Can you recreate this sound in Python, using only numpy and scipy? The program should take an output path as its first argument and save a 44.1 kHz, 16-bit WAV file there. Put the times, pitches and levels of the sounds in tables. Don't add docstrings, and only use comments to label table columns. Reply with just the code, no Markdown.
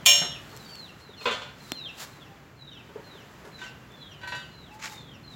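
import sys
import numpy as np
from scipy import signal
from scipy.fft import rfft, irfft
from scipy.io import wavfile
from scipy.ndimage import uniform_filter1d

SR = 44100
rng = np.random.default_rng(int(sys.argv[2]) if len(sys.argv) > 2 else 0)


def generate_wav(sig):
    pcm = np.round(np.clip(np.atleast_2d(sig).T, -1, 1) * 32767).astype(np.int16)
    wavfile.write(sys.argv[1], SR, pcm)


N = 235960
TIME = np.arange(N) / SR
AGE = np.arange(SR) / SR

# frequency in Hz, level in dB, t60 in seconds, swell time in seconds.
PRESS_RING = [(581, -25, 0.52, 0.07), (716, -22, 0.33, 0.07), (1047, -32, 0.44, 0.003),
              (1550, -37, 0.8, 0.046), (1852, -38, 0.78, 0.001), (2090, -37, 0.8, 0.001),
              (2410, -14, 0.31, 0.004), (2827, -9, 0.39, 0.042), (2912, -19, 0.55, 0.07),
              (3010, -14, 0.39, 0.035), (3107, -18, 0.46, 0.004), (3126, -17, 0.49, 0.003),
              (3417, -16, 0.36, 0.005), (3600, -25, 0.8, 0.003), (3795, -31, 0.56, 0.004),
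              (3973, -21, 0.46, 0.07), (4357, -32, 0.38, 0.002), (5130, -27, 0.26, 0.025),
              (5475, -5, 0.43, 0.07), (6479, -17, 0.42, 0.022), (6523, -8, 0.4, 0.07),
              (6869, -21, 0.34, 0.07), (7209, -14, 0.25, 0.07), (7460, -29, 0.45, 0.001),
              (7531, -11, 0.36, 0.07), (10060, -35, 0.33, 0.001), (10859, -29, 0.29, 0.002),
              (11650, -34, 0.26, 0.02), (13184, -26, 0.26, 0.029), (15020, -17, 0.23, 0.066)]
# frequency in Hz, level in dB, t60 in seconds.
BENCH_RING = [(165, -42.5, 0.17), (367, -45, 0.13), (848, -39, 0.11)]
LEVER_RING = [(475, -24, 0.12), (627, -32.5, 0.27), (998, -26.5, 0.17), (1160, -35, 0.18),
              (1437, -43.5, 0.73), (1533, -31.5, 0.19), (1754, -96, 0.075), (2230, -50.5, 0.19),
              (2400, -45, 0.36), (2516, -19.5, 0.091), (2870, -34.5, 0.4), (3170, -27, .17),
              (3420, -28.5, 0.41), (3480, -36.5, 0.34), (3661, -26.5, 0.29), (4200, -38, 0.37),
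              (3900, -48, 0.28), (4400, -22, 0.072), (4850, -49, .35), (5420, -50, 0.42), (6450, -41, 0.3),
              (6700, -48, .35), (6638, -48, 0.31), (7133, -41, 0.29), (7360, -45, 0.51)]
BAR_RING = [(884, -31, 0.09), (981, -30, 0.24), (1530, -26, 0.41), (1570, -43, 0.44), (1739, -52, 0.25),
            (1890, -30.5, 0.32), (2350, -41, 0.27), (2635, -37.5, 0.522), (2855, -57, 0.41),
            (2910, -39.5, 0.67), (3030, -48, 0.32), (3410, -42, 0.26), (3970, -39, 0.34), (4600, -46, 0.14),
            (4650, -41.5, 0.53), (4780, -47, 0.37), (5520, -45, 0.26), (5900, -44, 0.24), (6260, -52, 0.28),
            (6730, -50, 0.22), (6874, -51, 0.24), (7350, -49, 0.3), (7200, -53, 0.28), (7700, -54.5, 0.27),
            (8900, -47, .3), (10200, -48, 0.26), (11500, -47, 0.41)]
FLOOR_RING = [(417, -26.5, 0.055), (442.6, -37, 0.11), (582, -46, 0.16)]
TICK_CRACK = [(3320, -9, 0.0031), (5500, -14, 0.0037), (7400, -19.5, 0.0063), (11780, -22, 0.003)]
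TICK_RING = [(278, -18, 0.026), (627, -31, 0.023)]
# frequency in Hz, level in dB per Hz, t60 in seconds.
PRESS_CROWD = [(302, -79, 0.2), (677, -65, 1), (1740, -67, 1), (2350, -52, 0.45), (3270, -44.5, 0.6),
               (3670, -55, 0.58), (5300, -58.5, .35), (6000, -58.5, .4), (7400, -46, .42),
               (7700, -63, 0.85), (11700, -63.5, 0.25), (12500, -73.5, .32), (13490, -62, 0.3),
               (15500, -58, .25)]
BENCH_CROWD = [(130, -74, 0.15), (230, -65, 0.14), (496, -64.5, 0.23), (1520, -65.5, .2), (4000, -66, 0.19),
               (12000, -90, .1)]
LEVER_CROWD = [(120, -71, 1), (254, -63.5, 0.12), (350, -49.5, 0.096), (450, -48, 0.15), (710, -65, 0.6),
               (1250, -56, 0.33), (1780, -64.5, 0.54), (3360, -59.5, 0.36), (4530, -66.5, 0.74),
               (5200, -72.5, 0.38), (7700, -67, 0.32), (8100, -79.5, 0.5), (15000, -83, 0.36)]
BAR_CROWD = [(310, -74, 0.25), (696, -66.5, 0.39), (990, -76, 0.55), (1480, -64.5, 0.377),
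             (1897, -68, 0.41), (2450, -67, 0.22), (3910, -68, 0.55), (5170, -82, 0.51), (7440, -75, 0.53),
             (8350, -90, 0.67), (15000, -78, 0.24)]
FLOOR_CROWD = [(119, -76, 0.14), (260, -60, 0.08), (450, -61, 0.12), (970, -65, 0.26), (3000, -72, 0.078),
               (7900, -81.5, 0.16), (14700, -76, .1)]
# start in seconds, level in dB, contact low-pass in Hz.
BENCH_HITS = [(.214, 0.5, 2500), (.25, -9, 700)]
LEVER_HITS = [(1.21, -20.5, 3550), (1.255, 2.5, 3210), (1.268, -8, 3330), (1.31, -9, 8900),
              (1.325, -12, 4100), (1.416, -16, 5070), (1.485, -26, 3840)]
BAR_HITS = [(3.585, -22.5, 8900), (3.615, -11.5, 4700), (3.642, -42, 8950), (4.212, -18.5, 6080),
            (4.232, -11, 3430), (4.273, -10, 10000), (4.32, -3.5, 3430), (4.348, -11.5, 9300)]
FLOOR_HITS = [(.53, -11.5, 1204), (1.09, -15.5, 700), (2.888, -17.5, 2480), (2.957, -3.5, 740),
              (2.993, -13, 916), (3.15, -16.5, 1500), (3.447, -13.5, 8800), (3.472, -17, 7160)]
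# start in seconds, level in dB, high-pass in Hz.
NEAR_TICKS = [(0.566, -15.5, 8050), (0.5737, -18, 5560), (.7555, -21, 3500), (1.7196, -4.5, 98),
              (3.9205, -35, 1980)]
# time of the peak in seconds, width in seconds, level in dB.
BAR_STROKES = [(3.64, 0.039, -48.5), (4.8, 0.0051, -49.5), (4.827, 0.0023, -57), (4.853, 0.02, -34),
               (4.94, 0.057, -52)]
CLOTH_STROKES = [(.62, 0.2, -54.5), (1.01, 0.017, -61), (1.255, 0.036, -49.5), (1.68, 0.069, -53),
                 (2.018, 0.023, -40), (2.05, 0.081, -53.5), (3.38, 0.16, -65), (4.75, 0.02, -58),
                 (4.92, 0.038, -48), (5.35, 0.039, -60.5)]
# frequency in Hz, level in dB.
SLIDE_SPECTRUM = [(400, -13), (1000, 0.5), (1500, 3), (2200, 6), (3200, -3), (4500, -3), (7500, -3.5),
                  (8500, -17.5), (15000, -23)]
CLOTH_SPECTRUM = [(300, -12), (1000, 5), (3000, 0), (4500, 2.5), (6000, -1.5), (7700, 1), (8100, -8),
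                  (15000, -9)]
BACKGROUND_SPECTRUM = [(25, -45), (40, -16.5), (60, -2.5), (85, -3.5), (135, 3), (200, -3), (330, -8),
                       (700, -14), (1600, -15), (3000, -23), (5500, -31), (7700, -32), (8100, -42),
                       (15000, -37.5)]
# start in seconds, length in seconds, starting pitch in Hz, level in dB, voice.
CHICK_PEEPS = [(-.14, .22, 4300, -53, "sliding"), (.13, .245, 4250, -39.5, "holding"),
               (.493, .275, 4450, -52, "sliding"), (.645, .265, 4620, -41.5, "holding"),
               (.99, .235, 4350, -52, "sliding"), (1.16, .2, 4270, -44, "holding"),
               (1.59, .235, 4250, -50, "sliding"), (1.685, .228, 4200, -39, "holding"),
               (2.095, .2, 4280, -53, "sliding"), (2.56, .22, 4280, -51, "sliding"),
               (2.585, .24, 4000, -47.5, "holding"), (3.024, .225, 4280, -50, "sliding"),
               (3.505, .2, 4230, -47.5, "sliding"), (3.883, .35, 3580, -52, "low"),
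               (3.956, .205, 4200, -50.5, "sliding"), (4.25, .22, 4200, -46, "holding"),
               (4.495, .24, 4150, -50, "holding"), (4.889, .275, 3800, -49, "low"),
               (4.975, .21, 4250, -55, "sliding"), (5.228, .17, 4200, -46, "holding")]
CHICK_VOICES = {"sliding": (.16, .24, 2.6, 250, 2, -6.5), "holding": (.045, .38, 3.8, 200, 4, -16),
                "low": (.13, .12, 4, 0, 1, -20)}
# start in seconds, length in seconds, end pitch in Hz, top pitch in Hz, level in dB.
BIRD_CALLS = [(2.263, 0.11, 795, 800, -56.5), (4.69, 0.277, 818, 875, -47)]
# frequency in Hz, level in dB, t60 in seconds.
SHED_ECHO = [(200, 14, 0.42), (1000, 6, 0.99), (3740, -7.5, 0.57), (15000, -21.5, 0.13)]
# time in seconds, gain in dB.
BACKGROUND_LEVEL = [(0.0, -48.5), (0.54, -51), (1.0, -55), (4.13, -53), (4.81, -51.5), (5.35, -50)]
HISS_LEVEL = [(0, 2), (2.2, 5), (2.6, -0.5), (3.05, 5), (5.35, -2)]


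def punch(crack_s=.0555, break_s=.0603, shimmer=.13, damp_s=.39):
    out = np.zeros(N)
    add(out, crack_s, from_db(-13) * wash(PRESS_CROWD) * fade(.1))
    add(out, break_s, wash(PRESS_CROWD) * fade(.23))
    add(out, break_s, from_db(-3) * wash(PRESS_CROWD, ripple(depth_db=7, width_hz=160)))
    damping = np.exp(-(AGE / damp_s) ** 4)
    for hz, db, t60, swell_s in PRESS_RING:
        waver = 1 + shimmer * drift(35)[:SR]
        envelope = (1 - np.exp(-AGE / swell_s)) * damping
        add(out, break_s + rng.random() / hz, mode(hz, db, t60) * envelope * waver)
    return out


def blows(hits, modes, crowd, ring_db, spread_db, attack_s):
    out, body = np.zeros(N), ripple(depth_db=6.5, width_hz=29)
    rings, overlap = np.array([mode(*row) for row in modes]), SR // 20
    attack = 1 - np.exp(-AGE / attack_s)
    for start, db, contact_hz in hits:
        sounding = low_pass(rings[:, :overlap], contact_hz) @ out[round(start * SR):][:overlap]
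        signs = np.sign(sounding + 1e-9 * rng.standard_normal(len(modes)))
        strengths = signs * from_db(ring_db + spread_db * rng.standard_normal(len(modes)))
        blow = low_pass(strengths @ rings + wash(crowd, body), contact_hz)
        add(out, start, from_db(db) * blow * attack)
    return out


def bench_thuds():
    return blows(BENCH_HITS, BENCH_RING, BENCH_CROWD, ring_db=4, spread_db=4, attack_s=.004)


def lever_clanks():
    return blows(LEVER_HITS, LEVER_RING, LEVER_CROWD, ring_db=-7, spread_db=4, attack_s=.0015)


def bar_clinks():
    return blows(BAR_HITS, BAR_RING, BAR_CROWD, ring_db=-3, spread_db=2.5, attack_s=.0014)


def floor_knocks():
    return blows(FLOOR_HITS, FLOOR_RING, FLOOR_CROWD, ring_db=2.5, spread_db=1, attack_s=.003)


def ticks():
    out = np.zeros(N)
    tick = sum(mode(*row) for row in TICK_RING) - sum(mode(*row) for row in TICK_CRACK)
    for start, db, corner_hz in NEAR_TICKS:
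        high_pass = signal.butter(2, corner_hz, "high", fs=SR, output="sos")
        add(out, start, from_db(db) * signal.sosfilt(high_pass, tick + 1e-18))
    return out


def rubbing(strokes, spectrum, grain_db, grain_hz):
    speed = sum(from_db(db) * np.exp(-.5 * ((TIME - peak) / width) ** 2) for peak, width, db in strokes)
    slips = rng.standard_normal(N) * from_db(grain_db * drift(grain_hz))
    return speed * coloured(slips, spectrum)


def chicks(quaver=.012, flutter_db=4, attack_s=.025, release_s=.035):
    out = np.zeros(N)
    wobble, flutter = 1 + quaver * drift(60), from_db(flutter_db * drift(45))
    for start, length, start_hz, db, voice in CHICK_PEEPS:
        sag, drop, lateness, skip_hz, swell_db, octave_db = CHICK_VOICES[voice]
        on = (TIME > start) & (TIME < start + length)
        age = TIME[on] - start
        progress = age / length
        hz = start_hz * (1 - sag * progress - drop * progress ** lateness) * wobble[on]
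        hz -= skip_hz * under(hz, edge_hz=3480, width_hz=70)
        envelope = np.minimum(np.minimum(age / attack_s, (length - age) / release_s), 1)
        octave = from_db(octave_db) * under(hz, edge_hz=2980, width_hz=90)
        phase = 2 * np.pi * np.cumsum(hz) / SR
        whistle = np.sin(phase) + octave * np.sin(2 * phase)
        out[on] += from_db(db + swell_db * progress) * envelope * flutter[on] * whistle
    return out


def far_bird(quaver=.014):
    out, wobble = np.zeros(N), 1 + quaver * drift(40)
    for start, length, end_hz, top_hz, db in BIRD_CALLS:
        arch = np.sin(np.pi * np.clip((TIME - start) / length, 0, 1))
        hz = (end_hz + (top_hz - end_hz) * arch) * wobble
        out += from_db(db) * np.sqrt(np.abs(arch)) * np.sin(2 * np.pi * np.cumsum(hz) / SR)
    return out


def wall_bounce(x, delay_s=.0094, bounce_db=-5):
    return x + from_db(bounce_db) * np.interp(TIME - delay_s, TIME, x, left=0)


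def workshop(x, wet_db):
    echo = wash(SHED_ECHO) * (AGE > .004)
    return x + from_db(wet_db) * signal.fftconvolve(x, echo / np.linalg.norm(echo))[:N]


def background(gain_db=3, split_hz=350):
    noise = coloured(rng.standard_normal(N), BACKGROUND_SPECTRUM)
    rumble = low_pass(low_pass(noise, split_hz)[::-1], split_hz)[::-1]
    hiss = (noise - rumble) * from_db(np.interp(TIME, *np.transpose(HISS_LEVEL)))
    return from_db(gain_db + np.interp(TIME, *np.transpose(BACKGROUND_LEVEL))) * (rumble + hiss)


def mode(hz, db, t60):
    return from_db(db) * fade(t60) * np.sin(2 * np.pi * hz * AGE)


def wash(crowd, body=1):
    white = rfft(rng.standard_normal(SR)) * np.sqrt(SR / 2)
    hz = np.arange(len(white))
    spectrum = white * body * from_db(at_hz(crowd, hz))
    out, edges = np.zeros(SR), np.geomspace(60, 17000, 17)
    for low, high in zip(edges, edges[1:]):
        band = irfft(spectrum * ((hz >= low) & (hz < high)), SR)
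        out += band * fade(at_hz(crowd, np.sqrt(low * high), column=2))
    return out


def ripple(depth_db, width_hz):
    bumps = low_pass(rng.standard_normal(2 * SR), SR / (2 * width_hz))[-(SR // 2 + 1):]
    gain = from_db(depth_db * np.clip(bumps / bumps.std(), -2, 2))
    return gain / np.sqrt(uniform_filter1d(gain ** 2, size=900))


def fade(t60):
    return np.exp(-np.log(1000) * AGE / t60)


def drift(rate_hz):
    slow = low_pass(rng.standard_normal(N + SR), rate_hz)[SR:]
    return slow / slow.std()


def coloured(source, spectrum):
    out = irfft(rfft(source) * from_db(at_hz(spectrum, np.fft.rfftfreq(N, 1 / SR))), N)
    return out / out.std()


def at_hz(points, hz, column=1):
    rows = np.array(points)
    return np.interp(np.log(np.maximum(hz, 1)), np.log(rows[:, 0]), rows[:, column])


def low_pass(x, hz):
    return signal.sosfilt(signal.butter(2, min(hz, SR * .45), fs=SR, output="sos"), x)


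def under(hz, edge_hz, width_hz):
    return .5 * (1 + np.tanh((edge_hz - hz) / width_hz))


def from_db(db):
    return 10 ** (np.asarray(db) / 20)


def add(track, start_s, sound):
    start = max(round(start_s * SR), 0)
    track[start:start + len(sound)] += sound[:N - start]


def scene():
    impacts = lever_clanks() + bar_clinks() + floor_knocks() + bench_thuds()
    cloth = rubbing(CLOTH_STROKES, CLOTH_SPECTRUM, grain_db=1.5, grain_hz=200)
    bar_slide = rubbing(BAR_STROKES, SLIDE_SPECTRUM, grain_db=3, grain_hz=650)
    peeps = workshop(from_db(-5.6) * wall_bounce(chicks()), wet_db=-1.5)
    calls = workshop(far_bird(), wet_db=-16.5)
    close = punch() + impacts + bar_slide + cloth + workshop(ticks(), wet_db=-26.5)
    return (close + peeps + calls + background())[None]


def record(dry):
    return signal.sosfilt(signal.ellip(10, .2, 70, 16000, fs=SR, output="sos"), dry)


dry = scene()
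out = record(dry)
generate_wav(out)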